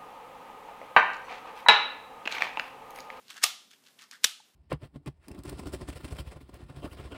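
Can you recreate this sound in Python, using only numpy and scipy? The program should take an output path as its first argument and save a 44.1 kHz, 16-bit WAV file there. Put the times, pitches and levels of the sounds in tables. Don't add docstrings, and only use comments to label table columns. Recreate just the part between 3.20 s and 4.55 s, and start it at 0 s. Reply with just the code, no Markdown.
import sys
import numpy as np
from scipy import signal
from scipy.io import wavfile
from scipy.ndimage import uniform_filter1d

SR = 44100
rng = np.random.default_rng(int(sys.argv[2]) if len(sys.argv) > 2 else 0)


def bounce(signal):
    frames = np.transpose(np.atleast_2d(signal))
    limited = np.clip(frames, -1, 1)
    pcm = np.round(limited * 32767).astype(np.int16)
    wavfile.write(sys.argv[1], SR, pcm)


def boost(x):
    u = np.asarray(x, float) / 20
    return 10 ** u


N = 59535


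def evened(x):
    return x / np.sqrt(np.mean(x ** 2) + 1e-20)


def read(points, hz):
    f, value = np.transpose(points)
    return np.interp(np.log(hz + 1), np.log(f + 1), value)


def add(mix, s, sound):
    part = mix[max(round(s * SR), 0):][:len(sound)]
    part += sound[:len(part)]


def high_pass(x, order, hz):
    return signal.sosfilt(signal.butter(order, hz, "high", fs=SR, output="sos"), x)


def colour(x, points):
    hz = abs(np.fft.fftfreq(4096, 1 / SR))
    log_gain = read(points, hz) * np.log(10) / 20
    taps = np.fft.ifft(np.exp(np.conj(signal.hilbert(log_gain)))).real[:2048]
    return signal.oaconvolve(x, taps / np.linalg.norm(taps))[:len(x)]


def resonate(x, hz, width_hz):
    turn = np.exp(2j * np.pi * hz * np.arange(len(x)) / SR)
    r = np.exp(-np.pi * width_hz / SR)
    return 2 * (turn * signal.lfilter([1 - r], [1, -r], x / turn)).real


def resonate_twice(x, hz, width_hz):
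    return resonate(resonate(x, hz, width_hz), hz, width_hz)


# centre in Hz, width in Hz, level in dB.
HUM = [(189, 150, -76), (265, 37, -80.5), (423, 87, -82)]
# frequency in Hz, level in dB per Hz.
AIR_COLOUR = [(30, -37.5), (100, -13), (220, -1.5), (600, -3.5), (1500, -6), (3500, -7), (13500, -11.5),
              (16000, -18.5)]
AIR_DB, AIR_FLUTTER_DB = -65.5, 2


def air():
    flutter = evened(uniform_filter1d(rng.standard_normal(N), 1500))
    hum = sum(boost(db) * evened(resonate_twice(rng.standard_normal(N), hz, width)) for hz, width, db in HUM)
    hiss = evened(colour(rng.standard_normal(N + 2048), AIR_COLOUR)[2048:])
    return hum + boost(AIR_DB + AIR_FLUTTER_DB * flutter) * hiss


# frequency in Hz, t60 in seconds.
ROOM_T60 = [(250, 0.13), (700, 0.45), (1740, 0.41), (3500, 0.46), (6500, 0.47), (9500, 0.41), (14000, 0.23)]
# delay in seconds, lift in dB.
ECHOES = [(.0125, 2), (0.025, 5), (.05, 3), (.066, 2)]
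ROOM_GAP_S, ECHO_S = 0.0014, 0.002
EARLY_DB, EARLY_T60_S = -0.5, 0.066


def room(x):
    taps = np.zeros(SR // 2)
    at = np.arange(0, len(taps) - 12, 12)
    spots = at + rng.integers(0, 12, len(at))
    taps[spots] = rng.choice([-1., 1.], len(at))
    hz, t, z = signal.stft(taps, SR, nperseg=128)
    decay = boost(-60 * t / read(ROOM_T60, hz)[:, None])
    tail = signal.istft(z * decay, SR, nperseg=128)[1]
    age = np.arange(len(tail)) / SR
    tail *= np.clip(age / ROOM_GAP_S - 0.5, 0, 1)
    tail *= 1 + boost(EARLY_DB - 60 * age / EARLY_T60_S)
    tail *= boost(sum(db * np.exp(-((age - s) / ECHO_S) ** 2) for s, db in ECHOES))
    return signal.fftconvolve(x, tail / np.linalg.norm(tail))[:N]


# time in seconds, level in dB.
SENDS = [
    (.240, 1.5),
    (1.0455, -0.5),
]
# frequency in Hz, level in dB per Hz.
SEND_ONE = [(200, -43.5), (750, -9.5), (1050, -12), (2000, -9), (3300, -3.5), (5500, -7), (9000, -13.5),
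            (15000, -14.5)]
SEND_TWO = [(200, -41.5), (700, -20), (1500, -18.5), (2300, -8.5), (3400, -0.9), (5000, -5.5), (9000, -11),
            (15000, -15.5)]
# centre in Hz, width in Hz, level in dB.
CAVITY = [
    [(1235, 110, -17), (1365, 240, -15.5), (3400, 1500, -14)],
    [(1300, 160, -19), (1790, 120, -21), (3160, 1400, -12)],
]


def walls():
    out = np.zeros(N)
    click = np.zeros(N)
    click[0] = 1
    for (s, db), tone, modes in zip(SENDS, [SEND_ONE, SEND_TWO], CAVITY):
        sent = colour(click, tone)
        for hz, width, cavity_db in modes:
            ring = resonate_twice(click, hz, width)
            sent = sent + boost(cavity_db) * ring / np.linalg.norm(ring)
        add(out, s, boost(db) * room(sent))
    return out


# start in seconds, pitch in Hz, level in dB, t60 in seconds.
KNOCKS = [(.2375, 400, -30, 0.024), (.2375, 716, -27, 0.037), (.238, 1220, -22, 0.056),
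          (.2365, 2700, -17.5, 0.048), (1.041, 495, -28, 0.033), (1.0445, 235, -39.5, 0.045),
          (1.0428, 1735, -14.5, .024), (1.042, 1210, -29.5, .025), (1.2, 860, -37, .025),
          (.238, 950, -28, .03), (.238, 540, -36, 0.025), (1.043, 2300, -26, .025),
          (0.054, 460, -47, 0.012), (0.16, 720, -45, 0.022), (.1685, 680, -48, 0.0085)]
KNOCK_RISE_S = 0.002


def knocks():
    out = np.zeros(N)
    t = np.arange(4000) / SR
    rise = 1 - np.exp(-(t / KNOCK_RISE_S) ** 2)
    for s, hz, db, t60 in KNOCKS:
        add(out, s, rise * boost(db - 60 * t / t60) * np.sin(2 * np.pi * hz * t))
    return out


# start in seconds, length in seconds, grit in dB, hollow ring in Hz, hollow in dB.
SLIDES = [(0.011, 0.22, -63.5, 1490, -84.5), (0.091, 0.047, -50, 1580, -51),
          (.14, 0.033, -59.5, 1610, -60.5), (0.157, 0.029, -53, 1670, -48.5),
          (0.173, 0.023, -54, 1750, -53.5), (0.214, 0.026, -49, 1750, -40), (.231, 0.014, -23, 1200, -37),
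          (0.507, 0.024, -52.5, 1720, -69.5), (.527, 0.028, -55.5, 1800, -64),
          (0.645, 0.077, -60.5, 1700, -68), (0.784, 0.039, -55, 2300, -59), (.805, 0.045, -57, 1970, -55.5),
          (.81, .07, -60, 1440, -58), (0.909, 0.032, -52, 1390, -57), (0.921, 0.039, -57, 1654, -48.5),
          (.94, .045, -57.5, 1704, -54.5), (1.031, 0.011, -46.5, 1293, -49.5),
          (1.0412, 0.01, -21, 1800, -40.5)]
# frequency in Hz, level in dB per Hz.
GRIT_COLOUR = [(300, -37), (900, -14), (1500, -3.5), (3300, -1.5), (6000, -10), (15500, -26)]
SLIPS_PER_S, SLIP_SPREAD_DB = 2900, 2.8
SLIDE_PEAK = 0.35
HOLLOW_WIDTH_HZ = 540


def slides():
    grit, hollow = np.zeros((2, N))
    slipping = rng.random(N) < SLIPS_PER_S / SR
    strength = boost(SLIP_SPREAD_DB * np.minimum(rng.exponential(1, N), 4))
    slips = slipping * strength * rng.choice([-1., 1.], N)
    slips = evened(slips + 0.29 * rng.standard_normal(N))
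    for s, length, grit_db, hz, hollow_db in SLIDES:
        u = np.arange(0, length + 0.032, 1 / SR) / length
        swell = np.interp(u, [0, SLIDE_PEAK * 0.34, SLIDE_PEAK, 1], [0.14, 0.4, 1, 0.04])
        stroke = swell * slips[round(s * SR):][:len(u)]
        ring = resonate(resonate(stroke, hz, 2 * HOLLOW_WIDTH_HZ), hz, HOLLOW_WIDTH_HZ)
        add(grit, s, boost(grit_db) * stroke)
        add(hollow, s, boost(hollow_db + 11.5) * ring)
    return colour(grit, GRIT_COLOUR) + hollow


# frequency in Hz, level in dB per Hz.
CRACK_COLOUR = [(200, -38.5), (900, -11.5), (1700, -8.5), (3500, -2), (6000, -1), (10000, -11),
                (16000, -21.5)]
RING_CYCLES = 12
RING_RISE_S, CRACK_T60_S, BRIGHT_HZ = 0.0003, 0.008, 6500


def blows(rows, crack_db, bright_db):
    t = np.arange(600) / SR
    sound, hits = np.zeros((2, N))
    noise = rng.standard_normal((len(rows), 2, len(t))) * boost(-60 * t / CRACK_T60_S)
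    for (s, db, hz, edge_db), (crack, edge) in zip(rows, noise):
        shape = (1 - np.exp(-t / RING_RISE_S)) * boost(-60 * t * hz / RING_CYCLES)
        ring = shape / shape.max() * np.sin(2 * np.pi * hz * t)
        bright = boost(edge_db + bright_db) * high_pass(edge, 4, BRIGHT_HZ)
        blow = ring + colour(boost(crack_db) * crack + bright, CRACK_COLOUR)
        peak = abs(signal.hilbert(blow)).max()
        add(sound, s - RING_RISE_S, boost(db) * blow / peak)
        add(hits, s - RING_RISE_S, boost(db) * np.ones(1))
    return sound, hits


# time in seconds, peak in dB, ring in Hz, bright edge in dB.
TICKS_EARLY = [(0.0828, -38, 4200, -15), (0.094, -45, 4460, -15), (0.1029, -30, 3880, -11),
               (0.1069, -30, 2600, -11), (0.1159, -40, 3010, -13), (0.121, -43, 4930, -8),
               (0.1307, -40, 3140, -13), (0.1432, -42, 1900, 2), (0.1625, -44, 1420, -14),
               (0.1676, -39, 7600, -2), (0.1688, -37, 3000, -6), (0.1703, -38, 1700, -14),
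               (0.1783, -40, 3400, -5), (0.1797, -41, 6800, -4), (0.1828, -42, 3700, -6),
               (0.1873, -43, 1740, -14), (0.1977, -45, 1660, -15), (0.5041, -51, 3550, -6),
               (0.5088, -44, 3340, -11), (0.5134, -40, 3320, -14), (0.5315, -45, 4600, -12),
               (0.5341, -46, 2410, -8), (0.5372, -45, 3140, -10)]
TICKS_LATE = [(0.6388, -52, 3100, -4), (0.6413, -52, 5100, -9), (0.6532, -49, 3680, -8),
              (0.6627, -49, 2950, -12), (0.6662, -44, 3830, -7), (0.6726, -44, 3080, -16),
              (0.6847, -48, 4400, -8), (0.6865, -47, 2000, -14), (0.7072, -55, 3830, -9),
              (0.7888, -46, 3270, -9), (0.7914, -39, 3200, -13), (0.7946, -47, 2890, -14),
              (0.8039, -50, 2910, -6), (0.8126, -41, 3500, -2), (0.8147, -45, 5600, -4),
              (0.8209, -39, 6500, -4), (0.8281, -41, 4300, -6), (0.8396, -43, 5000, -3),
              (0.9126, -34, 6030, -6), (0.9299, -41, 1550, -13), (1.2044, -46, 3960, -4)]
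TICKS_EXTRA = [(.9123, -38, 2350, -8), (.9131, -35, 4200, -4), (.9332, -40, 1800, -20),
               (.9385, -42, 4500, -5), (.9545, -45, 1900, -14), (1.204, -48, 9000, -3)]
LATE_TICKS_DB = 3


def ticks():
    sound = blows(TICKS_EARLY + TICKS_LATE + TICKS_EXTRA, crack_db=-4, bright_db=-3)[0]
    late = np.arange(N) > 0.244 * SR
    return sound * boost(LATE_TICKS_DB * late)


# time in seconds, peak in dB, ring in Hz, bright edge in dB.
SNAP_ONE = [(0.2199, -36, 1770, -14), (0.2263, -28, 4670, -6), (0.2287, -25, 3230, -6),
            (0.2317, -19, 6050, -5), (0.2339, -17, 3750, -6), (0.2357, -14, 2410, -7),
            (0.2379, -6, 2930, -6), (0.2395, -3, 5580, -6), (0.2405, -4, 3340, -8), (0.2422, -7, 4540, -5),
            (0.2435, -12, 3380, -6)]
SNAP_TWO = [(1.0334, -40, 1310, -6), (1.0367, -28, 2600, -28), (1.0371, -31, 4300, -28),
            (1.0414, -20, 4200, -9), (1.0425, -8, 4410, -9), (1.0437, -6, 5040, -4),
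            (1.0451, -10, 6930, -4), (1.0463, -3, 3660, -10), (1.0466, -12, 5400, -8),
            (1.0483, -14, 3730, -5), (1.0506, -16, 3100, -9)]
# centre in Hz, width in Hz, level in dB.
SHELL_ONE = [(2080, 440, -10.5), (3200, 460, 2.5), (5360, 310, 3), (6580, 250, 4), (7840, 400, 1)]
SHELL_TWO = [(2650, 280, -12), (3670, 280, 4.5), (5500, 490, 4), (7000, 590, -0.5)]


def snap(rows, shell, shell_db):
    sound, hits = blows(rows, crack_db=-0.5, bright_db=6)
    body = np.zeros(N)
    for hz, width, db in shell:
        body += boost(db) * resonate(hits, hz, width) / (2 * np.pi * width / SR)
    return sound + boost(shell_db) * high_pass(body, 2, 700)


def snaps():
    first = boost(-3.8) * snap(SNAP_ONE, SHELL_ONE, shell_db=-11)
    second = boost(0.5) * snap(SNAP_TWO, SHELL_TWO, shell_db=-10.5)
    return first + second


ROOM_DB = -10
SNAP_THIN_HZ, SMALL_THIN_HZ = 1036, 590


def scene():
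    cube = high_pass(snaps(), 4, SNAP_THIN_HZ)
    small = ticks() + slides()
    cube = cube + high_pass(small + boost(ROOM_DB) * room(small), 2, SMALL_THIN_HZ)
    return (cube + knocks() + walls() + air())[None]


def top_cut(x):
    return signal.sosfilt(signal.butter(12, 16470, fs=SR, output="sos"), x)


# time in seconds, change in dB.
GAIN_MOVES = [
    (0.244, -4),
    (.62, 2),
    (1.05, -5),
]
GAIN_GLIDE_S = 0.11


def record(dry):
    t = np.arange(N) / SR
    gain_db = sum(db * (1 - np.exp(-np.maximum(t - s, 0) / GAIN_GLIDE_S)) for s, db in GAIN_MOVES)
    low_pass = signal.firwin(401, 15550, window=("kaiser", 3), fs=SR)
    x = signal.oaconvolve(dry * boost(gain_db), low_pass[None], "same")
    x = high_pass(x, 2, 90)
    return top_cut(x)


dry = scene()
out = record(dry)
bounce(out)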